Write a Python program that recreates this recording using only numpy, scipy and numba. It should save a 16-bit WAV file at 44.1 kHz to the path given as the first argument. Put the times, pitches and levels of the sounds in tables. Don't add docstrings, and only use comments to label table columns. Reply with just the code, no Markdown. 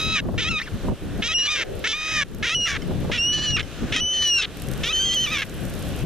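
import sys
import numpy as np
from scipy import signal
from scipy.fft import rfft, irfft, next_fast_len
from scipy.io import wavfile
from scipy.ndimage import uniform_filter1d, map_coordinates
from numba import njit

SR = 44100
rng = np.random.default_rng(int(sys.argv[2]) if len(sys.argv) > 2 else 0)


def attenuation_scalar(level_db):
    decades = np.asarray(level_db, float) / 20
    return 10 ** decades


def file_out(sig):
    cols = np.atleast_2d(sig).T
    lim = np.clip(cols, -1, 1)
    pcm = np.round(lim * 32767).astype(np.int16)
    wavfile.write(sys.argv[1], SR, pcm)


N = 266893
TIME = np.arange(N) / SR

# pitch_hz, density_db (per Hz)
SURF_COLOUR = [(180, -31), (300, -2.5), (621, -5), (844, -21), (1460, -9.5), (2160, -19.5), (3080, -12),
               (4120, -23.5), (9090, -30.5), (14300, -37.5)]
# time_s, level_db
SURF_SWELL = [(0, -47), (1.5, -44), (3, -44), (4.5, -38), (6.05, -47)]
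# time_s, peak_db, centre_hz
FOAM_TICKS = [(2.3476, -26.5, 12800), (4.2757, -18, 8740), (4.5715, -23, 13000), (4.5992, -27.5, 8300),
              (4.6202, -18.5, 11300), (4.637, -31, 8290), (4.6862, -20, 8700), (4.7148, -22.5, 12200),
              (4.736, -24, 7600), (4.7764, -27, 12900), (5.1457, -19, 9300), (5.2106, -26, 9440),
              (5.4963, -32, 8250), (5.6531, -27.5, 8650), (5.698, -36, 7470), (5.7386, -31, 9250),
              (5.8267, -33, 9500), (5.9904, -35.5, 8850)]
# time_s, level_db
FOAM_FIZZ = [(0, -59.5), (1, -63), (2.5, -61.5), (4, -73), (4.6, -59), (5.2, -49.5), (6.05, -61)]
# start_s, end_s, level_db (before the random throb)
WING_PASSES = [(1.602, 1.915, -38.5)]
# time_s, peak_db (relative), rise_s, fall_s; rise and fall reach 20 dB under the peak
WIND_GUSTS = [(.08, -33.5, 0.077, 0.31), (.27, -22.5, 0.14, 0.29), (.54, -30, 0.28, .08),
              (.75, -35.5, .15, 0.089), (0.851, -27, .04, 0.092), (.92, -22.5, .1, 0.045),
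              (1.025, -28, 0.025, 0.19), (1.197, -26, .015, 0.024), (1.15, -37.5, .3, 0.45),
              (1.77, -41, 0.62, 0.25), (2.421, -28.5, 0.38, 0.1), (2.58, -32.5, .12, .14),
              (2.759, -34, 0.23, .3), (2.9, -30, 0.21, 0.97), (3.39, -31, 0.16, 0.086),
              (3.54, -35.5, 0.21, 0.76), (3.84, -27.5, 0.088, .08), (4.03, -31.5, 0.58, 0.033),
              (4.479, -36, 0.63, 0.52), (4.68, -31, .4, 0.27), (4.8, -33.5, .3, 0.13),
              (5.112, -38.5, 0.45, 2.5), (5.62, -35.5, .5, 1), (6.041, -30.5, .03, .05)]
# pitch_hz, density_db (per Hz)
WIND_COLOUR = [(12, -39), (20, -4.5), (86, -0.5), (202, -0.5), (441, -13.5), (482, -12.5), (586, -20),
               (1110, -28), (1400, -29), (1820, -59), (3080, -120)]
# time_s, strength_db (before the burst shape)
WIND_SLAPS = [(0.254, -30), (0.285, -23), (0.341, -28), (0.884, -23.5), (2.908, -30.5), (3.048, -33),
              (3.097, -26.5)]
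# centre_hz, width_hz, added_gain_db
RIGHT_PORT_CAVITIES = [(3680, 870, -13), (5710, 840, -4)]
# time_s, left_minus_right_db, left_lag_ms
GULL_PLACE = [(0, 1, 0.039), (1.5, 1, 0.039), (2.2, 0.5, 0.033), (2.7, 0, -0.0018), (3.5, -0.5, -0.01),
              (4.5, 2, -0.019), (5.5, -1, -0.02)]
# time_s, peak_db
BILL_CLICKS = [(2.821, -29.5), (3.629, -28.5)]
# pitch_hz, level_db (relative), t60_s (time to fall 60 dB)
BILL_RINGS = [(2100, -5, 0.059), (3058, -2, 0.049), (5384, -4.5, 0.021), (6580, -13, 0.016)]
# time_s, pitch_hz (before smoothing), level_db
WHISTLES = [
    [(1.338, 2925, -29), (1.355, 2804, -20.5), (1.39, 2902, -22.5), (1.42, 2834, -21), (1.445, 2877, -26),
     (1.476, 2950, -24.5)],
    [(2.547, 2966, -17.5), (2.58, 2900, -24), (2.655, 2847, -22), (2.68, 2820, -33)],
    [(3.175, 2685, -34), (3.19, 2752, -24.5), (3.3, 2943, -23.5), (3.33, 2920, -26), (3.35, 3003, -23),
     (3.39, 2914, -29.5), (3.445, 3005, -30.5), (3.49, 2890, -25), (3.52, 2905, -28), (3.555, 2786, -22),
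     (3.57, 2774, -28)],
    [(4.004, 2960, -20), (4.15, 3058, -22.5), (4.21, 2997, -22), (4.24, 3003, -19), (4.27, 2927, -17.5),
     (4.376, 2777, -15), (4.418, 2604, -20.5)],
    [(4.928, 3058, -25), (5.0, 3092, -24), (5.078, 3210, -25.5), (5.1, 3100, -25.5), (5.125, 3136, -25),
     (5.148, 3267, -26), (5.175, 2986, -23), (5.225, 3130, -26), (5.25, 3014, -22.5), (5.264, 2793, -36)],
]
# time_s, pitch_hz, level_db (before the random flicker)
THIN_SQUEAK = [(.6, 1810, -30.5), (.616, 1824, -31), (.636, 2700, -36), (.655, 2800, -41),
               (.665, 1914, -39), (.684, 1490, -34), (.692, 1404, -52)]
# start_s, end_s, share_of_pitch, side_tone_db
SECOND_MEMBRANE = [(1.381, 1.42, 0.36, -42.5), (1.424, 1.473, .41, -37.5), (2.548, 2.575, 0.43, -52),
                   (2.603, 2.68, 0.44, -50), (3.18, 3.206, 0.49, -55), (3.324, 3.525, 0.41, -42),
                   (4.13, 4.235, 0.39, -41), (4.223, 4.305, 0.39, -36), (4.337, 4.377, 0.44, -43),
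                   (4.381, 4.41, .44, -30), (4.94, 5.0, 0.4, -45.5), (5.001, 5.055, .5, -45.5),
                   (5.055, 5.146, 0.37, -43), (5.147, 5.2, .38, -46), (5.2, 5.259, .38, -45)]
# fast_multiple, slow_multiple, level_db (relative)
MIXING_TONES = [
    [0, 1, -11],
    [1, -1, 0.5],
    [1, 1, 3],
    [2, -1, -3.5],
    [2, 1, -5],
    [1, 2, -14],
    [3, -1, -45],
    [3, 1, -22.5],
]
# start_s, end_s, first_rate_hz, last_rate_hz, level_db
RASPS = [(0.379, 0.407, 444, 531, -24), (0.406, 0.444, 445, 432, -24), (1.223, 1.247, 420, 470, -26),
         (1.247, 1.284, 459.5, 481, -27), (1.575, 1.613, 540, 500, -24), (1.613, 1.639, 461, 380, -24),
         (1.842, 1.878, 420.3, 546, -22), (1.872, 1.93, 434.4, 443, -22.5), (2.21, 2.235, 574, 550, -18),
         (2.427, 2.463, 420.4, 543, -21.5), (2.464, 2.491, 465.4, 470, -21),
         (2.749, 2.776, 453.6, 378, -27.5), (3.115, 3.149, 409, 525, -28.5), (3.147, 3.17, 478, 484, -28),
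         (3.171, 3.188, 470, 439.6, -33), (3.594, 3.616, 430.3, 399.3, -24.5),
         (3.923, 3.962, 416, 543, -24.5), (4.414, 4.457, 428.3, 385, -19.5),
         (4.834, 4.886, 437, 493, -26.5), (5.381, 5.412, 546, 542, -27.5),
         (5.417, 5.441, 438.5, 374.7, -26)]
# time_s, pair_rate_hz, level_db, odd_lines_db, roughness (0-1)
CRIES = [
    [(0.0, 635, -35.5, -12, 0.39), (0.04, 638, -34, -16, .2), (0.145, 648, -26, -14, 0.27),
     (0.176, 602, -16.5, -4.5, 0.27), (0.205, 520, -24, 12, .15)],
    [(0.444, 617.2, -23.5, -11, 0.16), (0.47, 635, -26, -4, 0.16), (0.488, 664.7, -22, -1, 0.15),
     (0.5, 707, -32.5, -21, 0.04), (0.515, 657, -21.5, -23, 0.2), (0.531, 651.1, -27.5, -25, 0.25),
     (0.556, 631.7, -23.5, -32, 0.1), (0.575, 609.4, -24, -24, 0.04), (0.6, 635, -27, 5, 0.36)],
    [(1.285, 627, -27.5, -19, 0.26), (1.325, 643, -26.5, 1, 0.24), (1.34, 705, -29, 4, 0.15)],
    [(1.476, 578, -21.5, -27, 0.27), (1.51, 621.7, -23.5, -15, 0.23), (1.574, 586.8, -25, 1, 0.28)],
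    [(1.931, 582, -19, -10, 0.15), (1.96, 615, -27.5, -11.5, 0.17), (2.134, 633.7, -27, -5, 0.26),
     (2.208, 596, -16, -2, 0.07)],
    [(2.492, 602, -20.5, -2, 0.28), (2.548, 686, -23, -6, 0.05)],
    [(2.655, 680, -31, -6, .3), (2.676, 665, -24, 0, .4), (2.683, 592, -24, 3, .3),
     (2.748, 552, -29.5, -4, 0.28)],
    [(3.565, 664.5, -22, -13, 0.13), (3.594, 566, -28, 20, 0.34)],
    [(3.962, 641, -13.5, -1, 0.37), (3.994, 621, -23, 3, .14), (4.004, 681, -21, -5, 0.05)],
    [(4.887, 572.6, -26, -32, .12), (4.909, 648.5, -26.5, -12, 0.04), (4.928, 650, -33, -4.5, 0.3)],
    [(5.262, 658, -28, -1, .36), (5.28, 575, -29, -13, 0.1), (5.308, 605, -32.5, -15, 0.46),
     (5.324, 646, -27, -10, 0.17), (5.378, 558.4, -26, -5, 0.33)],
]
# pitch_hz, gain_db
THROAT_COLOUR = [(400, -7), (900, -13), (1300, -2.5), (1750, 2.5), (2600, 0), (3600, 3), (4350, -5.5),
                 (4700, 6.5), (5800, 9), (7000, 2.5), (8000, -11.5), (9800, -8.5), (13000, -27)]
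# time_s, mouth_resonance_hz, treble_db (added above 4400 Hz)
MOUTH_OPENING = [(0,3300,-11),(.14,3370,-14),(.16,2500,-11),(.205,2270,-17),(.378,2490,-15),(.4,2500,-12),(.41,3260,-14),
                 (.44,3420,-9),(.45,2680,-14),(.49,2970,-14),(.505,2570,-11),(.56,2570,-20),(.6,2660,-16.5),
                 (1.225,2720,-22),(1.245,2793,-9.5),(1.28,3270,-5),(1.29,2640,-12),(1.33,3080,-9.5),(1.48,2680,-17),(1.51,2850,-7),
                 (1.62,2280,-12.5),(1.845,2130,-16),(1.872,2100,-12),(1.882,3245,-8),(1.925,3550,-7.5),(1.935,2520,-13.5),
                 (2.134,2428,-7),(2.22,1872,-13),(2.43,2083,-17),(2.46,2030,-12),(2.47,2630,-11.5),(2.55,2620,-11.5),
                 (2.66,2240,-13),(2.7,2020,-6.5),(2.77,1820,-19.5),(3.12,2380,-14),(3.16,2775,-13.5),(3.57,2633,-15),
                 (3.61,2540,-19),(3.93,2680,-14.5),(4.0,2928,-8),(4.42,3310,-8.5),(4.455,3290,-24),(4.84,2920,-11.5),
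                 (4.885,3180,-10),(4.91,2950,-14),(5.27,2610,-13),(5.38,2476,-12.5),(5.44,2100,-18)]

WING_HZ, WING_LEVELS_PER_S = 423, 13.8
LULL_DB = -47
EVEN_DB, LEAN_PER_DB = -24.5, 0.81
OCTAVE_DB, OCTAVE_GROWTH = -34.5, 1.3
THIRD_DB = -21.5
SECOND_EDGE_S, GLIDE_S = 0.006, 0.012
RISE_BEND, SAG_BEND = 1.3, 2.2
RISE_ROUGH, SAG_ROUGH = 0.23, 0.42
BREAK_OFF_HZ = 405
FADE_S, FADE_DB = 0.0097, -7
MOUTH_DB, MOUTH_WIDTH_HZ = 9.5, 1010
CRY_VOICE_DB = 2
MID_SIDE = np.array([[1], [-1]])


def walk(rate):
    hold = int(SR / rate)
    steps = np.repeat(rng.standard_normal(N // hold + 1), hold)
    return 1.15 * uniform_filter1d(uniform_filter1d(steps, hold), hold)[:N]


def colour(table, hz):
    table_hz, db = np.transpose(table)
    return np.interp(np.log(hz), np.log(table_hz), db)


def curve(table):
    times, *columns = np.transpose(table)
    return [np.interp(TIME, times, column) for column in columns]


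def section(table, edge=0.002):
    times, *columns = np.transpose(table)
    start, end = times[0] - edge, times[-1] + edge
    at = np.flatnonzero((TIME > start) & (TIME < end))
    gate = np.clip(np.minimum(TIME[at] - start, end - TIME[at]) / (2 * edge), 0, 1)
    return at, gate, [np.interp(TIME[at], times, column) for column in columns]


def noise_band(hz, octaves):
    size = next_fast_len(N)
    f = np.fft.rfftfreq(size, 1 / SR) + 1e-3
    bell = np.exp(-(np.log2(f / hz) / octaves) ** 2)
    return irfft(rfft(rng.standard_normal((2, N)), size) * bell)[:, :N]


def level(x, db):
    return x * attenuation_scalar(db) / np.sqrt(np.mean(x ** 2))


@njit
def follower(x, attack, release):
    e, out = x[:2000].mean(), np.empty(len(x))
    for i in range(len(x)):
        e += (x[i] - e) * (attack if x[i] > e else release)
        out[i] = e
    return out


def surf():
    out = 0
    for hz in 300 * 2 ** np.arange(0, 5.7, 0.4):
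        mid, side = noise_band(hz, 0.36)
        spread = np.clip(hz / 7300, 0.12, 1)
        gain = attenuation_scalar(colour(SURF_COLOUR, hz) + 1.3 * walk(9))
        out = out + gain * (mid + spread * side * MID_SIDE)
    return level(out, 0) * attenuation_scalar(curve(SURF_SWELL)[0])


def foam():
    ticks, t = np.zeros((2, N + 200)), TIME[:200]
    for s, db, hz in FOAM_TICKS:
        tick = np.sin(2 * np.pi * hz * t) * np.exp(-t / 0.00015)
        tick += 0.23 * rng.standard_normal(200) * np.exp(-t / 0.0026)
        first = int(s * SR)
        ticks[:, first:first + 200] += attenuation_scalar(db) * tick / np.abs(tick).max()
    bursts = rng.random(N) < 0.012
    grains = bursts * rng.standard_normal((2, N)) * attenuation_scalar(2.4 * rng.standard_exponential(N))
    grains = grains + 0.079 * grains[::-1]
    band = signal.butter(2, [8000, 14000], "bandpass", fs=SR, output="sos")
    fizz = level(signal.sosfilt(band, grains), 0) * attenuation_scalar(curve(FOAM_FIZZ)[0])
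    return ticks[:, :N] + fizz


def wings():
    out = np.zeros((2, N))
    air = level(noise_band(WING_HZ, 0.69), 0) * attenuation_scalar(4.7 * walk(WING_LEVELS_PER_S))
    for start, end, db in WING_PASSES:
        at, gate, _ = section([(start,), (end,)], 0.027)
        out[:, at] += gate * attenuation_scalar(db) * air[:, at]
    return out


def gusts():
    db = np.full(N, float(LULL_DB))
    for s, peak_db, rise, fall in WIND_GUSTS:
        db = np.maximum(db, peak_db - 20 * np.maximum((s - TIME) / rise, (TIME - s) / fall))
    return db


def wind():
    db = gusts()
    pan_db = LEAN_PER_DB * (EVEN_DB - db)
    tilt_db = 0.042 * (db + 1.5)
    out, burst = 0, np.array([walk(22.32), walk(21.86)])
    for hz in 22 * 2 ** np.arange(0, 6, 0.5):
        flutter = 2.6 * burst + 2.6 * np.array([walk(35), walk(35)])
        lean = np.clip(1.2 - hz / 147, 0, 1) * np.array([pan_db, -pan_db]) / 2
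        air = noise_band(hz, 0.51)
        air = air + min(hz / 900, 0.3) * air[::-1]
        out = out + attenuation_scalar(colour(WIND_COLOUR, hz) + flutter + lean + tilt_db * np.log2(hz / 120)) * air
    return level(out, 4.67) * attenuation_scalar(db)


def slaps():
    hits, t = np.zeros(N), TIME[:3000]
    for s, db in WIND_SLAPS:
        hits[int(s * SR)] = attenuation_scalar(db)
    burst = np.exp(-t / 0.008) * (1 - np.exp(-t / 0.0005))
    shape = signal.fftconvolve(hits, burst)[:N]
    mid, side = noise_band(496, 1.11)
    return level(mid + 0.5 * side * MID_SIDE, 0) * shape


def bill():
    t, hits = TIME[:2000], np.zeros(N)
    ring = sum(attenuation_scalar(db) * np.sin(2 * np.pi * hz * t) * 1000. ** (-t / t60) for hz, db, t60 in BILL_RINGS)
    for s, db in BILL_CLICKS:
        hits[int(s * SR)] = attenuation_scalar(db) / np.abs(ring).max()
    return signal.fftconvolve(hits, ring)[:N]


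def second_voice():
    share, gain = np.zeros(N), np.zeros(N)
    for start, end, ratio, db in SECOND_MEMBRANE:
        at, gate, _ = section([(start,), (end,)], SECOND_EDGE_S)
        share[at] = ratio
        gain[at] += gate * attenuation_scalar(db)
    return share, gain


def whistle():
    out, size, unsteady, flicker = np.zeros(N), walk(1800), walk(250), walk(70)
    share, side = second_voice()
    side = side * attenuation_scalar(2.1 * flicker)
    for table in WHISTLES:
        at, gate, (hz, db) = section(table)
        hz = uniform_filter1d(hz, int(GLIDE_S * SR), mode="nearest")
        octave_db = OCTAVE_DB + OCTAVE_GROWTH * (db + 24)
        fast = 2 * np.pi * np.cumsum(hz) / SR
        slow = 2 * np.pi * np.cumsum(share[at] * hz) / SR + unsteady[at]
        tone = attenuation_scalar(db) * np.sin(fast) + attenuation_scalar(octave_db) * np.cos(2 * fast)
        tone += attenuation_scalar(octave_db + THIRD_DB) * np.sin(3 * fast)
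        mixing = sum(attenuation_scalar(d) * np.sin(round(a) * fast + round(b) * slow) for a, b, d in MIXING_TONES)
        tone += side[at] * mixing
        hoarse = 1 + side[at] * attenuation_scalar(-db + 2.5) * size[at]
        out[at] += np.sqrt(2) * gate * tone * hoarse
    at, gate, (hz, db) = section(THIN_SQUEAK)
    phase = 2 * np.pi * np.cumsum(hz) / SR + 0.9 * unsteady[at]
    broken = attenuation_scalar(db + 2.5 * flicker[at]) * (1 + 0.9 * size[at])
    tone = np.sin(phase) + attenuation_scalar(-8.5) * np.sin(2 * phase) + attenuation_scalar(-18) * np.sin(3 * phase)
    out[at] += gate * broken * tone
    return out


def rasp_stretch(start, end, first_hz, last_hz, db):
    share, rising = np.linspace(0, 1, 9), last_hz > first_hz
    hz = first_hz + (last_hz - first_hz) * share ** (RISE_BEND if rising else SAG_BEND)
    fade = np.clip(1 - (1 - share) * (end - start) / FADE_S, 0, 1)
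    level_db = db + (last_hz < BREAK_OFF_HZ) * FADE_DB * fade
    rough = np.full(9, RISE_ROUGH if rising else SAG_ROUGH)
    return list(zip(start + (end - start) * share, hz, level_db, np.zeros(9), rough))


def running_phase(tables):
    rows = np.array(sorted(row[:2] for table in tables for row in table))
    return 2 * np.pi * np.cumsum(np.interp(TIME, *rows.T)) / SR


def pulsed_voice():
    out, size, timing, pairing = np.zeros(N), walk(1300), walk(500), walk(300)
    hoarse, (mouth, treble_db) = walk(700), curve(MOUTH_OPENING)
    rasps = [rasp_stretch(*row) for row in RASPS]
    k = np.arange(1, 30)[:, None]
    cycle = running_phase(rasps + CRIES)
    for table in rasps + CRIES:
        at, gate, (hz, db, odd_db, rough) = section(table)
        paired = table in CRIES
        rough = np.clip(rough, 0, 1)
        phase = cycle[at] + 0.45 * rough * timing[at]
        line_hz = k * hz
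        line_db = colour(THROAT_COLOUR, line_hz)
        line_db += MOUTH_DB * np.exp(-((line_hz - mouth[at]) / MOUTH_WIDTH_HZ) ** 2)
        line_db += (line_hz > 4400) * treble_db[at]
        line_db += (k % 2) * odd_db + (k == 2) * paired * CRY_VOICE_DB
        gain = attenuation_scalar(line_db)
        gain /= np.sqrt(np.sum(gain ** 2, axis=0) / 2)
        slip = (k % 2) * paired * 7.7 * rough * pairing[at]
        slip = slip + (0.04 + rough) * (line_hz / 2900) ** 2 * hoarse[(at + 977 * k) % N]
        tone = np.sum(gain * np.sin(k * phase - 0.1054 * k ** 2 + slip), axis=0)
        uneven = (1 + rough * size[at]) / np.sqrt(1 + rough ** 2)
        out[at] += gate * attenuation_scalar(db) * tone * uneven
    return out


def scene():
    pan_db, lag_ms = curve(GULL_PLACE)
    gull = pulsed_voice() + whistle() + bill()
    shift = lag_ms * SR / 2000
    ports = np.array([map_coordinates(gull, [np.arange(N) - side * shift], order=3) for side in (1, -1)])
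    left, right = ports * attenuation_scalar(np.array([pan_db, -pan_db]) / 2) + foam() + surf()
    right = right + sum(attenuation_scalar(db) * signal.lfilter(*signal.iirpeak(hz, hz / width, SR), right)
                        for hz, width, db in RIGHT_PORT_CAVITIES)
    return np.array([left, right]) + wind() + slaps() + wings()


def low_pass(x):
    return signal.sosfilt(signal.butter(12, 15170, fs=SR, output="sos"), x)


def record(dry):
    attack_s, release_s = 0.00051, 0.25
    envelope = follower(np.abs(dry).max(axis=0), 1 / (attack_s * SR), 1 / (release_s * SR))
    gain = (attenuation_scalar(-14) / (envelope + attenuation_scalar(-34.5))) ** 0.86
    rounded = np.tanh(2.785 * dry * gain) / 2.434
    top_cut = signal.ellip(12, 0.2, 40, 14200, fs=SR, output="sos")
    return low_pass(signal.sosfilt(top_cut, rounded))


dry = scene()
out = record(dry)
file_out(out)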